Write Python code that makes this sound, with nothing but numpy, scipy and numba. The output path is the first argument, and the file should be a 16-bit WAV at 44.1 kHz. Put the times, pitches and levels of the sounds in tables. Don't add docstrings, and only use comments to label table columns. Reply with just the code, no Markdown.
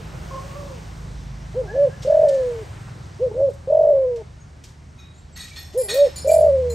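import sys
import numpy as np
from scipy import signal
from scipy.fft import rfft, irfft
from scipy.io import wavfile
from scipy.ndimage import uniform_filter1d
from numba import njit

SR = 44100
rng = np.random.default_rng(int(sys.argv[2]) if len(sys.argv) > 2 else 0)


def transcribe(signal):
    frames = np.atleast_2d(signal).T
    limited = np.clip(frames, -1, 1)
    pcm = np.round(limited * 32767).astype(np.int16)
    wavfile.write(sys.argv[1], SR, pcm)


def undo_db(level):
    steps = np.asarray(level, float) / 20
    return 10 ** steps


N = 297234
T = np.arange(N) / SR

# (time [s], level [dB])
TRAFFIC = [(0.0, 0), (0.5, 1.5), (1.35, -4.5), (2.53, 0), (3.17, -5), (3.62, -8), (4.34, -10), (5.5, -11.5),
           (6.2, -3.5), (6.74, -4)]
# (frequency [Hz], density [dB per Hz])
WASH_COLOUR = [(40, 0), (118, -1), (222, -14), (460, -22.5), (800, -22.5), (1600, -29), (3130, -36.5),
               (6800, -38), (8800, -47), (10200, -51.5), (11600, -53.5), (13500, -50.5), (16500, -59)]
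# (frequency [Hz], side level [dB])
WASH_WIDTH = [(40, -33), (110, -16.5), (200, -8.5), (500, -2), (1300, 0), (2400, -7.5), (4400, -25.5),
              (8000, -13)]
# (time [s], firing rate [Hz], level [dB])
LEAVING = [(0.0, 26.8, -43), (0.8, 26.5, -43), (1.5, 26.2, -41), (2.0, 25.0, -43), (2.5, 24.0, -52)]
WAITING = [(1.8, 21.5, -52), (2.3, 20.5, -47), (2.9, 20.2, -42), (3.35, 19.6, -43), (3.7, 20.0, -49),
           (4.4, 20.1, -52), (4.7, 20.3, -60)]
COMING = [(3.6, 34.93, -51.5), (4.4, 36.78, -47), (5.12, 38.4, -48.5), (5.98, 38.45, -49),
          (6.54, 39.85, -36), (6.74, 38.97, -33.5)]
IDLING = [(0, 52.9, -42), (1.0, 52.5, -39), (2.2, 53.3, -46)]
# (multiple [-], level [dB])
LEAVING_ORDERS = [(1, -18.5), (2, -7.5), (3, -6), (4, -3.5), (5, -4), (6, -1.5), (7, -9), (8, -20)]
WAITING_ORDERS = [(2, -7.5), (3, -11.5), (4, -6), (5, -0.5), (6, -1.5), (7, -6), (8, -9), (9, -13)]
COMING_ORDERS = [(1, -10), (2, 0.5), (3, -16), (4, -7.5), (5, -21.5), (6, -29)]
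# (time [s], pitch [Hz], level [dB], second harmonic level [dB])
FOWL_CALLS = [
    [(.13, 505, -50, -60), (.155, 519.5, -46, -51), (.18, 502, -60, -62)],
    [(.31, 538, -42, -36), (.365, 534, -39, -37), (.392, 548, -43, -36), (.425, 541, -50, -47),
     (.45, 559, -44, -50), (.52, 560, -44.5, -47), (.57, 572, -40.5, -43), (.63, 569, -42.5, -47),
     (.7, 544, -42, -54), (.752, 502.6, -46, -54), (.8, 432.5, -49.5, -60)],
]
# (time [s], pitch [Hz], level [dB])
WHISTLES = [
    [(1.67, 1537, -65), (1.682, 1614, -39), (1.724, 1757, -40), (1.8, 1683, -49)],
    [(1.9, 1577, -45), (1.948, 1732, -45), (1.975, 1670, -57), (1.995, 1600, -48.5)],
    [(2.11, 1732, -66), (2.124, 1684, -40), (2.16, 1830, -59)],
    [(2.24, 1740, -58), (2.268, 1796, -52.5), (2.402, 1740, -47), (2.48, 1648, -65)],
]
# (time [s], level [dB])
HOPS = [
    (1.548, -3),
    (3.199, 1),
    (5.748, 0.5),
]
# (time from hop start [s], pitch [Hz], level [dB])
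HOP_SHAPE = [(-.007, 335.5, -47), (.001, 396, -32.5), (.013, 475, -25.5), (.028, 509, -18.5),
             (.046, 522, -16), (.068, 507, -18), (.082, 465, -28.5)]
# (time [s], pitch [Hz], level [dB])
RISES = [
    [(1.728, 440, -34), (1.762, 555, -18.5), (1.795, 566, -15.5), (1.835, 574.3, -14), (1.853, 562, -14),
     (1.877, 530.4, -15), (1.884, 480, -26.5), (1.891, 411, -39)],
    [(3.343, 449.8, -33.5), (3.38, 535, -19.5), (3.41, 572, -14), (3.445, 566, -15), (3.468, 555, -17),
     (3.49, 528.7, -15), (3.498, 479, -28), (3.506, 411, -39.5)],
    [(5.919, 440, -33.5), (5.955, 535, -17.5), (5.99, 566.3, -14), (6.025, 580.4, -10.5), (6.05, 565, -13),
     (6.072, 525, -15), (6.077, 481, -26.5), (6.083, 410.6, -39.5)],
]
# (time [s], pitch [Hz], level [dB])
LONGS = [
    [(2.05, 500, -26), (2.084, 590, -13.5), (2.11, 618, -9.5), (2.19, 628, -9.5), (2.258, 612, -10),
     (2.285, 580, -14.5), (2.43, 507, -19), (2.55, 463, -30.5), (2.625, 432, -34)],
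    [(3.675, 500, -26.5), (3.709, 600, -13.5), (3.735, 630, -9), (3.815, 634, -10), (3.9, 605, -10.5),
     (3.965, 554, -14.5), (4.055, 510, -17.5), (4.145, 477, -26), (4.215, 440, -34.5)],
    [(6.247, 512, -25), (6.281, 595, -12), (6.32, 648, -8), (6.38, 640, -8.5), (6.47, 615, -9.5),
     (6.51, 555, -14.5), (6.6, 517, -17.5), (6.68, 486, -24), (6.76, 455, -31.5)],
]
# (time [s], share shut [0-1], length [s])
TRILL_PINCHES = [(2.071, 0.76, 0.0059), (2.0932, 0.79, 0.011), (2.118, 0.84, 0.011), (2.1395, 0.73, 0.013),
                 (2.164, 0.78, 0.012), (2.1876, 0.88, 0.011), (2.2105, 0.74, 0.011), (2.2302, 0.93, 0.008),
                 (2.248, 0.57, 0.0041), (2.269, 0.61, 0.009), (2.286, 0.5, 0.0064), (2.307, 0.7, 0.0054),
                 (2.322, 0.51, 0.0064), (2.338, 0.3, 0.0049), (2.348, 0.2, 0.0064), (2.367, 0.16, 0.0072),
                 (2.381, 0.24, 0.0062), (3.6967, 0.71, 0.0062), (3.7182, 1, 0.01), (3.743, 0.88, 0.0112),
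                 (3.765, 0.85, 0.0114), (3.786, 0.93, 0.011), (3.8071, 0.95, 0.0063), (3.8292, 0.79, 0.011),
                 (3.8474, 0.8, 0.0064), (3.867, 0.86, 0.0089), (3.885, 0.71, 0.0063), (3.902, 0.75, 0.0052),
                 (3.92, 0.1, 0.0037), (3.9327, 0.8, 0.0064), (3.948, 0.5, 0.0059), (3.9624, 0.22, 0.0045),
                 (3.975, 0.22, 0.006), (3.991, 0.34, 0.0045), (4.021, 0.1, 0.0072), (6.2712, 0.84, 0.0064),
                 (6.29, 1, 0.0085), (6.3116, 0.99, 0.0099), (6.3345, 0.89, 0.0109), (6.3572, 0.82, 0.011),
                 (6.3808, 0.95, 0.0113), (6.4033, 0.98, 0.012), (6.4222, 0.67, 0.008),
                 (6.4412, 0.8, 0.0049), (6.4602, 0.78, 0.0076), (6.479, 0.79, 0.008), (6.514, 0.2, 0.02),
                 (6.575, 0.1, 0.008), (6.64, .12, 0.012)]
FLUTTER_PINCHES = [(1.7347, 0.42, 0.0017), (1.7486, 0.65, 0.0019), (1.762, 0.67, 0.0026),
                   (1.772, 0.54, 0.0059), (1.785, 0.34, 0.0037), (3.337, 0.67, 0.0051),
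                   (3.351, 0.75, 0.0026), (3.3625, 0.36, 0.0025), (3.3761, 0.51, 0.0046),
                   (3.387, 0.47, 0.0046), (3.4002, 0.71, 0.0041), (3.4115, 0.69, 0.0041),
                   (3.4214, 0.37, 0.0053), (5.9084, 0.55, 0.003), (5.917, 0.62, 0.0021),
                   (5.9253, 0.64, 0.0017), (5.9374, 0.41, 0.0038), (5.9525, 0.61, 0.0051),
                   (5.9626, 0.22, 0.0037), (5.9723, 0.24, 0.0045), (5.982, 0.24, 0.0039)]
CLOSING_PINCHES = [(1.626, 0.62, 0.013), (1.864, 0.48, .013), (3.265, 0.3, .005), (3.287, .7, .005),
                   (3.298, .6, .004), (3.31, 0.55, 0.0043), (3.476, 0.23, 0.02), (5.83, .65, 0.01),
                   (6.061, 0.4, 0.014)]
# (time [s], frequency [Hz], level [dB], T60 [s])
PINGS = [(2, 5900, -51, 0.074), (4.984, 2470, -49, 0.16), (4.99, 1340, -57, 0.27), (4.986, 3850, -53, .5),
         (4.99, 3780, -56, .45), (5.04, 3820, -55, .3), (4.4, 6627, -55, .2), (4.985, 6400, -55, 0.13),
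         (5.322, 7640, -53, 0.23), (5.354, 4350, -47, .15), (5.56, 11730, -54.5, 0.43),
         (5.14, 7000, -59, 0.25), (5.178, 7500, -60, 0.28), (5.43, 2450, -43, 0.14),
         (5.512, 2300, -45, 0.16), (5.44, 1910, -47, .14), (5.395, 3860, -48, .45), (5.558, 1868, -43, .35),
         (5.56, 3500, -46, .3), (5.57, 4350, -46, .25), (5.783, 1776, -53, .3), (5.888, 4290, -34, .3),
         (5.888, 4194, -40, .3), (5.895, 3800, -39.5, .4), (5.89, 2480, -40.5, .4), (5.89, 1868, -44.5, .4),
         (5.892, 3480, -42, .25), (5.9, 6605, -43.5, .3), (5.6, 5530, -54, .5), (5.648, 5545, -49, .14),
         (6.045, 5290, -52, .4), (6.075, 5290, -51, 0.3), (6.18, 9250, -41, 0.25), (6.7, 4160, -39, .13),
         (6.21, 5260, -49.5, .35), (6.16, 4200, -39.5, .2), (6.162, 4570, -44, .2),
         (6.283, 2370, -45.5, 0.43), (6.275, 4570, -47, .4), (4.982, 2480, -56, .4), (5.36, 1900, -50, .25),
         (5.0, 5500, -56, .15)]
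# (time [s], level [dB], decay [s], centre [Hz])
SCUFFS = [(2.021, -45, 0.058, 3790), (2.283, -45.5, 0.065, 4340), (2.556, -51, 0.21, 1150),
          (2.72, -54.5, .3, 1240), (3.495, -61.5, 0.097, 5950), (4.159, -52.5, 0.03, 3970),
          (4.638, -48.5, 0.043, 4500), (5.36, -51, .12, 2300), (5.558, -49, .06, 2400),
          (5.888, -41, .08, 2700), (5.888, -43, .07, 6200), (6.04, -50, .08, 2600), (6.158, -49, .07, 4600),
          (6.28, -51, .12, 3600), (5.41, -54, 1, 4366), (5.942, -31, 0.023, 11100)]
PLACES = ["edge", "rim", "wall", "base"]
# (frequency [Hz], level struck at edge [dB], rim [dB], wall [dB],
# base [dB])
BOWL_MODES = [(1330, -15, -20, -30, -32), (1865, -26, -8, -3, -6), (1933, -29, -8, -13, -16),
              (2290, -22, -16, -18, -18), (2470, -9, -8, -8, -6), (3510, -15, -10, -4, -8),
              (3645, -26, -18, -21, -12), (3725, -13, -11, -23, -16), (3805, -2, -18, -11, 0),
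              (3855, 0, 0, -21, -6), (4185, -30, -16, -11, -4), (4290, -31, -10, -7, 6),
              (4350, -33, 3, -6, -8), (4450, -28, -6, -18, -10),
              (5290, -29, -18, -7, -18), (5520, -14, -5, -7, -13), (6220, -31, -10, -12, -24),
              (6380, -33, -5, -14, -17), (6610, -16, -14, -17, -5), (6900, -32, -8, -16, -13),
              (7300, -23, -12, -21, -14), (8055, -35, -10, -9, -18), (8385, -33, -2, -17, -9),
              (10980, -28, -23, -29, -27), (11730, -22, -12, -10, -22), (14300, -45, -45, -30, -42)]
CUP_MODES = [(2000, -19, -28, -28, -24), (2370, -20, -19, -19, -19), (4175, -21, -6, -28, -26),
             (4568, -16, -6, -13, -24), (4915, -16, -14, -20, -21), (5260, -18, -8, -15, -18),
             (6945, -17, -10, -12, -3), (6998, -5, -7, -9, 0), (7060, -28, -24, -14, -3),
             (7630, 0, -10, 0, -4), (7690, -23, -36, -7, -10), (8685, -21, -25, -5, -18),
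             (9200, -1, 0, -18, -20), (10420, -17, -45, -29, -28), (10575, 0, -19, -29, -16),
             (11185, -45, -16, -2, -7), (11270, -45, -18, -21, -14), (14630, -17, -29, -29, -23),
             (14870, -36, -27, -20, -16)]
# (time [s], place struck, level [dB], chatter [s], T60 [s], grind level [dB])
BOWL_KNOCKS = [(4.979, "edge", -52, 0.013, 0.23, -26), (5.149, "rim", -67, 0.082, 0.25, -19),
               (5.356, "rim", -46.5, 0.031, 0.23, 5), (5.392, "rim", -42.5, 0.021, 0.18, -2),
               (5.432, "wall", -52, 0.012, .11, 2), (5.48, "rim", -57, 0.023, .12, 0),
               (5.525, "edge", -51.5, .01, 0.15, -9), (5.555, "wall", -39.5, 0.016, 0.16, -2.5),
               (5.615, "wall", -54.5, .01, 0.17, -8), (5.655, "rim", -70, 0.0105, 0.18, -6),
               (5.884, "base", -29, 0.014, 0.17, -6.5), (5.912, "base", -37.5, 0.008, 0.12, 0),
               (5.935, "edge", -36.5, 0.0086, 0.12, 0), (5.955, "wall", -45, 0.018, 0.13, 7),
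               (5.989, "base", -54, .01, .12, -5), (6.041, "rim", -53, 0.025, 0.14, 5.5)]
CUP_KNOCKS = [
    (5.775, "edge", -36, 0.0068, 0.71, -10),
    (6.156, "rim", -36.5, 0.008, 0.23, -3),
    (6.271, "base", -36.5, 0.018, 0.25, -7),
    (6.305, "wall", -32.5, 0.026, 0.18, -10),
    (6.696, "base", -42.5, 0.0048, 0.26, -5),
]
# (frequency [Hz], left lead [rad])
PORT_LEAD = [(0, 0), (8950, 0), (9600, -3.05), (10430, -3.3), (10750, -4.1), (11800, -6.3), (12500, -6.2),
             (13300, -9.2), (14400, -9.8), (15200, -12.6)]
# (frequency [Hz], gain [dB])
HOUSING = [(25, -23.5), (45, 0), (15500, 4), (16000, -26.5)]


def walk(rate_hz):
    k = int(SR / rate_hz)
    held = np.repeat(rng.standard_normal(N // k + 1), k)
    return 1.39 * uniform_filter1d(uniform_filter1d(held, k), k)[:N]


def band(x, hz, octaves):
    edges = np.clip(hz * 2 ** (np.array([-.5, .5]) * octaves), 10, .49 * SR)
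    sos = signal.butter(2, edges, "band", fs=SR, output="sos")
    return signal.sosfilt(sos, x) / np.sqrt(np.ptp(edges) / (SR / 2))


def tone(hz, multiple=1):
    phase = 2 * np.pi * multiple * np.cumsum(hz) / SR
    return np.sqrt(2) * np.sin(phase + 2 * np.pi * rng.random())


def track(spans, off_db=-110, gap_s=.02):
    rows = []
    for k, span in enumerate(spans):
        first, last = span[0], span[-1]
        off = (off_db,) * (len(first) - 2)
        if k == 0 or first[0] - spans[k - 1][-1][0] > gap_s:
            rows.append((first[0] - .007, first[1]) + off)
        rows += span
        if k == len(spans) - 1 or spans[k + 1][0][0] - last[0] > gap_s:
            rows.append((last[0] + 0.01034, last[1]) + off)
    s, *columns = np.transpose(rows)
    return [np.interp(T, np.maximum.accumulate(s), c) for c in columns]


def on_log_hz(hz, table):
    table_hz, db = np.transpose(table)
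    return np.interp(np.log(hz), np.log(table_hz), db)


def road():
    near_db = np.interp(T, *np.transpose(TRAFFIC))
    rumble_lag_s = 2.6
    rumble_db = -44 + 0.77 * uniform_filter1d(near_db, size=int(rumble_lag_s * SR))
    roar_db = -54.5 + near_db
    hiss_db = -58.5 + 0.96 * near_db
    out = 0
    for hz in 30 * 2 ** np.arange(0, 9.2, .5):
        if hz < 250:
            level_db, ref_hz = rumble_db, 100
        elif hz < 1800:
            level_db, ref_hz = roar_db, 1000
        else:
            level_db, ref_hz = hiss_db, 4500
        level_db = level_db + 1.2 * (hz > 9000) * (hiss_db - hiss_db[0])
        colour_db = on_log_hz(hz, WASH_COLOUR) - on_log_hz(ref_hz, WASH_COLOUR) + 10 * np.log10(hz / ref_hz)
        mid = band(rng.standard_normal(N), hz, 0.51)
        side = undo_db(on_log_hz(hz, WASH_WIDTH)) * band(rng.standard_normal(N), hz, 0.51)
        gain = undo_db(level_db + colour_db + walk(9.6))
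        out = out + gain * (mid + side * np.array([[1], [-1]]))
    return out


def engine(run, orders, sway_db=1.8):
    hz, db = track([run])
    hz = hz * (1 + 0.0033 * walk(5.99))
    return undo_db(db) * sum(undo_db(d + sway_db * walk(3.11)) * tone(hz, multiple=m) for m, d in orders)


def far_birds():
    hz, db, octave_db = track(FOWL_CALLS)
    hz = hz * (1 + .014 * walk(90))
    fowl = undo_db(db) * (0.85 + 0.3 * walk(130)) * tone(hz)
    fowl = fowl + undo_db(octave_db) * (0.6 + .25 * walk(160)) * tone(hz, multiple=2)
    hz, db = track(WHISTLES)
    return fowl + undo_db(db) * (0.63 + 0.16 * walk(90)) * tone(hz * (1 + 0.0064 * walk(50)))


def phrases():
    out = []
    for (s, hop_db), rise, long_note in zip(HOPS, RISES, LONGS):
        hop = [(s + u, hz, db + hop_db) for u, hz, db in HOP_SHAPE]
        hop_end_s = hop[-1][0]
        wait_s = rise[0][0] - hop_end_s
        slack = (hop_end_s + wait_s / 2, 555 - 2100 * wait_s, -4 - 440 * wait_s)
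        out += [hop + [slack] + rise, long_note]
    return out


def valve():
    overshoot, squareness = 1.12, 2.646
    open_share = np.ones(N)
    for s, shut, length_s in TRILL_PINCHES + FLUTTER_PINCHES + CLOSING_PINCHES:
        near = slice(int((s - .03) * SR), int((s + .03) * SR))
        off = 2 * np.abs(T[near] - s) / length_s
        open_share[near] *= 1 - overshoot * min(shut, 1) * .5 ** (off ** squareness)
    return uniform_filter1d(open_share, size=50)


def dove(octave_db=-58):
    sung = []
    for rows in phrases():
        s, end_hz, end_db = rows[-1]
        sung.append(rows + [(s + 0.009, 0.86 * end_hz, end_db - 4)])
    hz, db = track(sung)
    open_share = valve()
    sag = .13 * (1 - open_share)
    slide = 3.2 * np.gradient(uniform_filter1d(open_share, size=200))
    hz = hz * (1 - sag - slide) * (1 + 0.005 * walk(90))
    air = undo_db(np.minimum(db - 8.0, -50)) * band(rng.standard_normal(N), 625, 0.11)
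    leak_db = np.minimum(db - 8, octave_db - .05 * (hz - 500))
    slack = 0
    for (s, _), rise in zip(HOPS, RISES):
        rise_s = rise[0][0]
        slack = slack + np.interp(T, [s + .075, s + .09, rise_s, rise_s + .02], [0, 1, 1, 0])
    leak_db = leak_db + 5 * slack
    open_share = open_share * (1 + .38 * slack * walk(150))
    half_shut = 4 * np.clip(open_share * (1 - open_share), 0, 1)
    rasp = undo_db(db - 33.5) * half_shut * band(rng.standard_normal(N), 796, 0.32)
    voice = undo_db(db + .3 * walk(70)) * tone(hz)
    octave = undo_db(leak_db + 4.1 * walk(30)) * tone(hz, multiple=2)
    return rasp + open_share * (air + voice + octave)


def pings():
    attack_s = .005
    out = np.zeros(N)
    for s, hz, db, t60_s in PINGS:
        u = np.clip(T - s, 0, 1)
        waver_db, drift = 3.2 * walk(90), .004 * walk(60)
        out += undo_db(db + waver_db - 60 * u / t60_s) * (1 - np.exp(-u / attack_s)) * tone(hz * (1 + drift))
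    return out


def scuffs():
    out = np.zeros(N)
    for s, db, decay_s, centre_hz in SCUFFS:
        u = np.clip(T - s, 0, 1)
        shape = (1 - np.exp(-u / 0.00082)) * np.exp(-u / decay_s)
        out += undo_db(db + 3.2 * walk(70)) * shape * band(rng.standard_normal(N), centre_hz, 1.57)
    return out


def knocks(modes, hits):
    out = np.zeros(N)
    t = np.arange(SR // 2) / SR
    short = slice(0, SR // 5)
    for s, place, db, chatter_s, t60_s, grind_db in hits:
        grit = rng.standard_normal(len(t)) * (1 - np.exp(-t / 0.011))
        sparse = rng.random(len(t)) < .06
        taps = grit * sparse * (np.exp(-t / chatter_s) + 0.21 * np.exp(-t / 0.066))
        ring = 0
        for hz, *levels_db in modes:
            push = np.abs(np.sum(taps[short] * np.exp(2j * np.pi * hz * t[short])))
            push = max(push, 0.53 * np.sqrt(np.sum(taps ** 2)))
            push *= max(abs(np.cos(np.interp(hz, *np.transpose(PORT_LEAD)) / 2)), .35)
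            mode_t60_s = .8 * np.clip(t60_s, .1, .38) * (hz / 5000) ** -.2
            fade = np.exp(-np.log(1000) * t / mode_t60_s)
            fade *= 1 + .45 * np.cos(2 * np.pi * (rng.uniform(8, 35) * t + rng.random()))
            gain = undo_db(0.71 * levels_db[PLACES.index(place)]) / push
            ring = ring + gain * np.sin(2 * np.pi * hz * t) * fade
        held = ring * t * np.exp(-t / .0011)
        held = held / np.sqrt(np.sum(held ** 2))
        slip_db = 2.2 * np.repeat(rng.standard_normal(len(t) // 200 + 1), 200)[:len(t)]
        rub = grit * undo_db(slip_db) * np.exp(-t / (chatter_s + 0.022))
        grind = signal.fftconvolve(rub, held)[:len(t)]
        struck = signal.fftconvolve(taps[short], ring)[:len(t)]
        hit = undo_db(db) * (struck + undo_db(grind_db) * grind)
        i = int(s * SR)
        out[i:i + len(t)] += hit[:N - i]
    return out


@njit
def walls(x, lags, gain, damp):
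    line, soft, out = np.zeros((8, 8192)), np.zeros(8), np.zeros((2, len(x)))
    for i in range(len(x)):
        total = 0.
        for k in range(8):
            soft[k] += (1 - damp) * (gain[k] * line[k, (i - lags[k]) & 8191] - soft[k])
            total += soft[k]
            out[k % 2, i] += soft[k]
        for k in range(8):
            line[k, i & 8191] = x[i] + soft[k] - total / 4
    return out


def scene():
    motors = engine(LEAVING, LEAVING_ORDERS) + engine(WAITING, WAITING_ORDERS)
    motors = motors + engine(COMING, COMING_ORDERS) + engine(IDLING, [(0.99, 0.0091)])
    far, bird = far_birds(), dove()
    metal = pings() + scuffs() + knocks(BOWL_MODES, BOWL_KNOCKS) + knocks(CUP_MODES, CUP_KNOCKS)
    sent = undo_db(-23.5) * bird + undo_db(-8) * far + undo_db(-11.0) * metal + undo_db(-26.0) * motors
    yard_t60_s, yard_damp = 0.3, 0.13
    lags = rng.integers(250, 2000, 8)
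    yard = walls(sent, lags, undo_db(-60 * lags / SR / yard_t60_s), yard_damp)
    slap_s = .0125
    slap = undo_db(-16.5) * np.roll(bird, int(slap_s * SR)) * np.array([[.6], [1.4]])
    return bird + slap + far + metal + motors + yard + road()


def band_limit(x):
    return signal.sosfilt(signal.butter(12, 16760, fs=SR, output="sos"), x)


def record(dry):
    hz = np.fft.rfftfreq(N, 1 / SR)
    left, right = rfft(dry) * undo_db(np.interp(hz, *np.transpose(HOUSING)))
    mid = (left + right) / 2
    side = (left - right) / 2 * undo_db(np.interp(hz, [3500, 4800, 8500, 9500], [0, -3.5, -5, -12]))
    both = (mid + np.array([side, -side])) * undo_db([[-.15], [.15]])
    lead_rad = np.interp(hz, *np.transpose(PORT_LEAD))
    mix = irfft(both * np.exp(.5j * np.array([lead_rad, -lead_rad])), N)
    return band_limit(mix)


dry = scene()
out = record(dry)
transcribe(out)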